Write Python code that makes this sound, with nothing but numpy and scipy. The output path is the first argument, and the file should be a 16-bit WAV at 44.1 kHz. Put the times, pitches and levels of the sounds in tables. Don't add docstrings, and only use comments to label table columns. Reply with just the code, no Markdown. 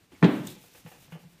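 import sys
import numpy as np
from scipy import signal
from scipy.fft import rfft, irfft
from scipy.io import wavfile
from scipy.ndimage import uniform_filter1d

SR = 44100
rng = np.random.default_rng(int(sys.argv[2]) if len(sys.argv) > 2 else 0)


def attenuation_scalar(level_db):
    decades = np.asarray(level_db, float) / 20
    return 10 ** decades


def put_to_file(sound):
    columns = np.atleast_2d(sound).T
    safe = np.clip(columns, -1, 1)
    whole_steps = np.round(safe * 32767)
    wavfile.write(sys.argv[1], SR, whole_steps.astype(np.int16))


N = 61739
TIME_S = np.arange(N) / SR


def evened(x):
    return x / np.sqrt(np.mean(x ** 2) + 1e-20)


def read(points, hz):
    f, value = np.transpose(points)
    return np.interp(np.log(hz + 1), np.log(f + 1), value)


def noise(points, tilt_db=0, below_db=0):
    hz = np.fft.rfftfreq(N, 1 / SR) + 1
    db = read(points, hz) + tilt_db * np.log2(hz / 1000)
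    db = db + below_db * np.minimum(np.log2(hz / points[0][0]), 0)
    return evened(irfft(rfft(rng.standard_normal(N)) * attenuation_scalar(db), N))


def body(peaks, tilt_db=0):
    hz = np.fft.rfftfreq(N, 1 / SR) + 1
    shape = sum(attenuation_scalar(db) / (1 + ((hz - f) / (width / 2)) ** 2) ** 0.64 for f, width, db in peaks)
    shape = shape * attenuation_scalar(tilt_db * np.log2(hz / 1000))
    return evened(irfft(rfft(rng.standard_normal(N)) * shape, N))


def struck(start_s, t60_s, rise_s):
    t = np.maximum(TIME_S - start_s, 0)
    return np.minimum(t / rise_s, 1) * attenuation_scalar(-60 * t / t60_s)


def rung(start_s, modes, spread=0):
    t = np.maximum(TIME_S - start_s, 0)
    out = np.zeros(N)
    for hz, db, t60_s in modes:
        detuned_hz = hz * (1 + spread * rng.standard_normal())
        out += attenuation_scalar(db - 60 * t / t60_s) * np.sin(2 * np.pi * detuned_hz * t)
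    return out


# (start [s], length [s], level [dB])
STROKE_EVENTS = [
    (0.13, 0.18, -94),
    (0.233, 0.23, -57),
    (0.427, 0.14, -52),
    (0.54, 0.19, -59.5),
    (0.7, 0.15, -58.5),
    (0.836, 0.14, -59),
    (0.941, 0.16, -62),
    (1.087, 0.092, -64.5),
    (1.17, 0.084, -68),
    (1.262, 0.11, -68.5),
]
# (frequency [Hz], density [dB per Hz])
FELT_SPECTRUM = [(1500, -10), (2500, -0.5), (4200, -4), (6000, -3.5), (8500, -6.5), (12000, -7),
                 (13500, -9.5), (15300, -9)]
FIZZ_HZ, FIZZ_POWER = 8000, 1.9


def sponge():
    grain = attenuation_scalar(1.1 * evened(uniform_filter1d(rng.standard_normal(N), size=200)))
    high_pass = signal.butter(2, FIZZ_HZ, "high", fs=SR, output="sos")
    fizz = evened(signal.sosfilt(high_pass, rng.standard_normal(N)))
    rub_level, fizz_level = np.zeros(N), np.zeros(N)
    for start_s, length_s, db in STROKE_EVENTS:
        speed = np.sin(np.pi * np.clip((TIME_S - start_s) / length_s, 0, 1)) ** 2
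        rub_level += attenuation_scalar(db) * speed ** 0.39
        fizz_level += attenuation_scalar(db) * speed ** (FIZZ_POWER / 2)
    return grain * (rub_level * noise(FELT_SPECTRUM, below_db=-2.0) + fizz_level * fizz)


# (start [s], length [s], level [dB], tilt [dB per octave], tray ring [dB])
SCUFF_EVENTS = [(.1185, .05, -59.5, 0.5, -63), (0.563, 0.049, -50.5, 13.5, -56.5),
                (0.638, 0.023, -58, -1, -61.5), (0.748, 0.039, -56, 2, -57), (.8615, 0.027, -52, 0.5, -50),
                (.916, 0.035, -54.5, 0, -57), (0.965, .025, -61, -4.5, -62.5),
                (1.081, 0.017, -63.5, -1.5, -78), (1.121, 0.032, -50, 2.5, -55),
                (1.153, 0.023, -46.5, -4, -55.5), (1.193, 0.042, -65, 7, -67),
                (1.235, 0.031, -59.5, -4.5, -66)]
# (frequency [Hz], level [dB])
TRAY_MODES = [(490, -1.5), (865, -4.5)]
# (frequency [Hz], width [Hz], level [dB])
FACE_PEAKS = [(424, 600, -8.5), (690, 300, 0), (1200, 100, -13), (1800, 480, -7), (2440, 400, -12.5),
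              (2960, 500, -8)]
FACE_TOP_HZ = 3400
SNAP_DB, SNAP_S = 6, 0.003
SCUFF_SAG_DB_PER_S, SCUFF_T60_S = -200, 0.12


def knocks():
    out = np.zeros(N)
    for start_s, length_s, db, tilt_db, ring_db in SCUFF_EVENTS:
        u = np.maximum(TIME_S - start_s, 0)
        fall_db = SNAP_DB * np.exp(-u / SNAP_S) + SCUFF_SAG_DB_PER_S * u
        fall_db = fall_db - 60 * np.maximum(u - length_s, 0) / SCUFF_T60_S
        shape = np.minimum(u / 0.0006, 1) * attenuation_scalar(fall_db)
        scuff = attenuation_scalar(db) * body(FACE_PEAKS, tilt_db)
        tray = sum(attenuation_scalar(mode_db) * np.sin(2 * np.pi * hz * rng.uniform(0.96, 1.02) * u)
                   for hz, mode_db in TRAY_MODES)
        out += shape * (scuff + attenuation_scalar(ring_db) * tray)
    return signal.sosfilt(signal.butter(8, FACE_TOP_HZ, fs=SR, output="sos"), out)


# (start [s], length [s], level [dB], pitch [Hz])
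BOOM_EVENTS = [(.118, 0.015, -53.5, 350), (.128, 0.016, -51.5, 278), (.848, 0.0078, -38.5, 155),
               (.866, 0.0067, -42, 150), (1.121, 0.044, -38, 165.4), (1.2, 0.015, -58, 160),
               (1.228, 0.0083, -50.5, 143), (1.245, 0.028, -45.5, 165), (1.075, 0.017, -53.5, 150),
               (1.312, 0.039, -65.5, 167.7), (.98, 0.033, -54.5, 129)]
BOOM_RISE_S, BOOM_FALL_S, BOOM_SAG_S = 0.004, 0.006, 0.15


def booms():
    out = np.zeros(N)
    for start_s, length_s, db, hz in BOOM_EVENTS:
        u = np.maximum(TIME_S - start_s, 0)
        damping = np.exp(-np.maximum(u - length_s, 0) / BOOM_FALL_S - u / BOOM_SAG_S)
        out += attenuation_scalar(db) * np.minimum(u / BOOM_RISE_S, 1) * damping * np.sin(2 * np.pi * hz * u)
    return out


# (frequency [Hz], level [dB], t60 [s])
PANEL_MODES = [(172.3, -12.5, 0.043), (150, -23, 0.11), (218.4, -22.5, 0.033), (294.7, -22, 0.34),
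               (389.3, -26.5, 0.29), (437, -24, 0.032), (489.5, -30, .1), (664.3, -32, .1), (862, -38, .1),
               (1010, -44, 0.11)]
# (time [s], level [dB], t60 [s], tilt [dB per octave])
SLAP_EVENTS = [
    (.2265, -29, .02, 4),
    (0.233, -21.5, 0.029, -1),
    (.243, -25, 0.065, 4),
    (0.258, -33, 0.042, 3.5),
]
# (frequency [Hz], density [dB per Hz])
SLAP_SPECTRUM = [(500, -12.5), (800, -4.5), (1400, -13), (2200, -18), (3080, -19), (5540, -37.5),
                 (9000, -51.5), (15300, -74)]
# (frequency [Hz], level [dB], t60 [s])
CRACK_MODES = [(1070, -14.5, 0.01), (1383, -22.5, 0.021), (1800, -20, .025), (2236, -22.5, 0.015),
               (2840, -40, .02)]
PUSH_S, PUSH_DB = 0.2175, -9
BLOW_S, BLOW_RISE_S, BLOW_HOLD_S = 0.2295, 0.007, 0.027
CRACK_S, CRACK_RISE_S, CRACK_DB = 0.2266, 0.0007, 4


def blow():
    lead = np.clip((TIME_S - PUSH_S) / (BLOW_S - PUSH_S), 0, 1)
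    landing = np.clip((TIME_S - BLOW_S) / BLOW_RISE_S + 0.5, 0, 1) ** 2
    press = attenuation_scalar(PUSH_DB) * lead + landing
    released = np.maximum(TIME_S - BLOW_S - BLOW_HOLD_S, 0)
    ring = sum(attenuation_scalar(db - 60 * released / t60_s) * np.sin(2 * np.pi * hz * (TIME_S - BLOW_S - 0.002))
               for hz, db, t60_s in PANEL_MODES)
    crack_rise = np.clip((TIME_S - CRACK_S) / CRACK_RISE_S, 0, 1)
    crack = crack_rise * attenuation_scalar(CRACK_DB) * rung(CRACK_S, CRACK_MODES)
    slaps = sum(attenuation_scalar(db) * struck(start_s, t60_s, 0.00026) * noise(SLAP_SPECTRUM, tilt_db, below_db=23.5)
                for start_s, db, t60_s, tilt_db in SLAP_EVENTS)
    return press * ring - crack + slaps


# (time [s], level [dB])
TICK_EVENTS = [
    (.4708, -44),
    (.4718, -50),
    (.4728, -43),
    (.4745, -49),
    (.4765, -53),
]
# (frequency [Hz], level [dB], t60 [s])
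BEAD_MODES = [(3580, -7, 0.021), (6920, 2.5, 0.0067), (7600, 5, 0.0055), (8550, -0.5, 0.018),
              (12000, -3, 0.014), (12900, -8, .015), (13600, -4, .015), (14560, -9, .015)]
# (frequency [Hz], width [Hz], level [dB])
RATTLE_PEAKS = [(3700, 550, 10), (6900, 3200, -19)]
BEAD_DB = 3.5
RATTLE_DB, RATTLE_T60_S = -47, 0.26


def bracelet():
    clinks = sum(attenuation_scalar(db + BEAD_DB) * rung(start_s, BEAD_MODES, spread=0.034) for start_s, db in TICK_EVENTS)
    rattle_shape = struck(TICK_EVENTS[1][0], RATTLE_T60_S, 0.0015)
    return clinks + attenuation_scalar(RATTLE_DB) * rattle_shape * body(RATTLE_PEAKS)


# (frequency [Hz], width [Hz], level [dB])
SQUEAK_PEAKS = [(2226, 150, 0)]
SQUEAK_S, SQUEAK_LENGTH_S, SQUEAK_DB = 0.142, 0.03, -61


def squeak():
    u = np.clip((TIME_S - SQUEAK_S) / SQUEAK_LENGTH_S, 0, 1)
    return attenuation_scalar(SQUEAK_DB) * np.sin(np.pi * u) * body(SQUEAK_PEAKS)


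# (frequency [Hz], t60 [s])
ROOM_T60 = [(100, 0.94), (200, 0.67), (400, 0.63), (1000, 0.58), (2000, 0.63), (4000, 0.62), (9000, 0.42)]
ECHO_RISE_S = 0.0045


def classroom(x, colour):
    taps = np.zeros(SR)
    at = np.arange(40, SR - 20, 20)
    taps[at + rng.integers(0, 20, len(at))] = rng.choice([-1., 1.], len(at))
    hz, t, z = signal.stft(taps, SR, nperseg=1024, noverlap=768)
    decay_db = -60 * t / read(ROOM_T60, hz)[:, None] + read(colour, hz)[:, None]
    tail = signal.istft(z * attenuation_scalar(decay_db), SR, nperseg=1024, noverlap=768)[1]
    tail = tail * np.minimum(np.arange(len(tail)) / SR / ECHO_RISE_S, 1)
    return signal.fftconvolve(x, tail / np.linalg.norm(tail))[:N]


# (frequency [Hz], density [dB per Hz])
AIR_SPECTRUM = [(20, -16), (115, -5), (300, -9.5), (502, -17), (1160, -19.5), (2500, -19), (6000, -25),
                (15300, -31)]
# (time [s], level [dB])
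AIR_LEVEL = [(0, -2.5), (.11, -4.5), (.13, 3.5), (.7, -1), (1.2, 0.5), (1.4, -1.5)]
AIR_DB = -60.5


def air():
    swell_db = 1.5 * evened(uniform_filter1d(rng.standard_normal(N), size=2000))
    lift_db = np.interp(TIME_S, *np.transpose(AIR_LEVEL))
    return attenuation_scalar(AIR_DB + swell_db + lift_db) * noise(AIR_SPECTRUM)


# (frequency [Hz], level [dB])
BLOW_COLOUR = [(90, -36), (135, 3), (180, 2.5), (290, 4.5), (450, -7.5), (700, -11), (2200, -20.5),
               (3800, -27), (6000, -52)]
BLOW_WET_DB, SMALL_WET_DB, BOOM_WET_DB = 13, -11.5, -17
GATE_S, GATE_DB_PER_S = 0.49, -64
LOW_CUT_HZ = 103


def scene():
    hard, small, low = blow(), knocks() + bracelet() + squeak(), booms()
    push = np.arange(N) == round(BLOW_S * SR)
    gate = attenuation_scalar(GATE_DB_PER_S * np.maximum(TIME_S - GATE_S, 0))
    wet = attenuation_scalar(BLOW_WET_DB) * classroom(push, BLOW_COLOUR) * gate
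    wet += classroom(attenuation_scalar(SMALL_WET_DB) * small + attenuation_scalar(BOOM_WET_DB) * low, [(100, -2), (8000, -7.5)])
    high_pass = signal.butter(4, LOW_CUT_HZ, "high", fs=SR, output="sos")
    radiated = signal.sosfilt(high_pass, hard + small + low + wet)
    return (radiated + sponge() + air())[None]


def roll_off(x):
    return signal.sosfilt(signal.butter(12, 15630, fs=SR, output="sos"), x)


NOTCH_HZ, NOTCH_WIDTH_HZ, NOTCH_DB = 10420, 420, -4.5
EDGE_HZ = 15430


def record(dry):
    hz = np.fft.rfftfreq(2048, 1 / SR)
    notch = attenuation_scalar(NOTCH_DB * np.exp(-((hz - NOTCH_HZ) / NOTCH_WIDTH_HZ) ** 2))
    x = signal.oaconvolve(dry, np.roll(irfft(notch), 1024)[None], "same")
    low_pass = signal.firwin(511, EDGE_HZ, window=("kaiser", 9), fs=SR)
    x = signal.oaconvolve(x, low_pass[None], "same")
    return roll_off(x)


dry = scene()
out = record(dry)
put_to_file(out)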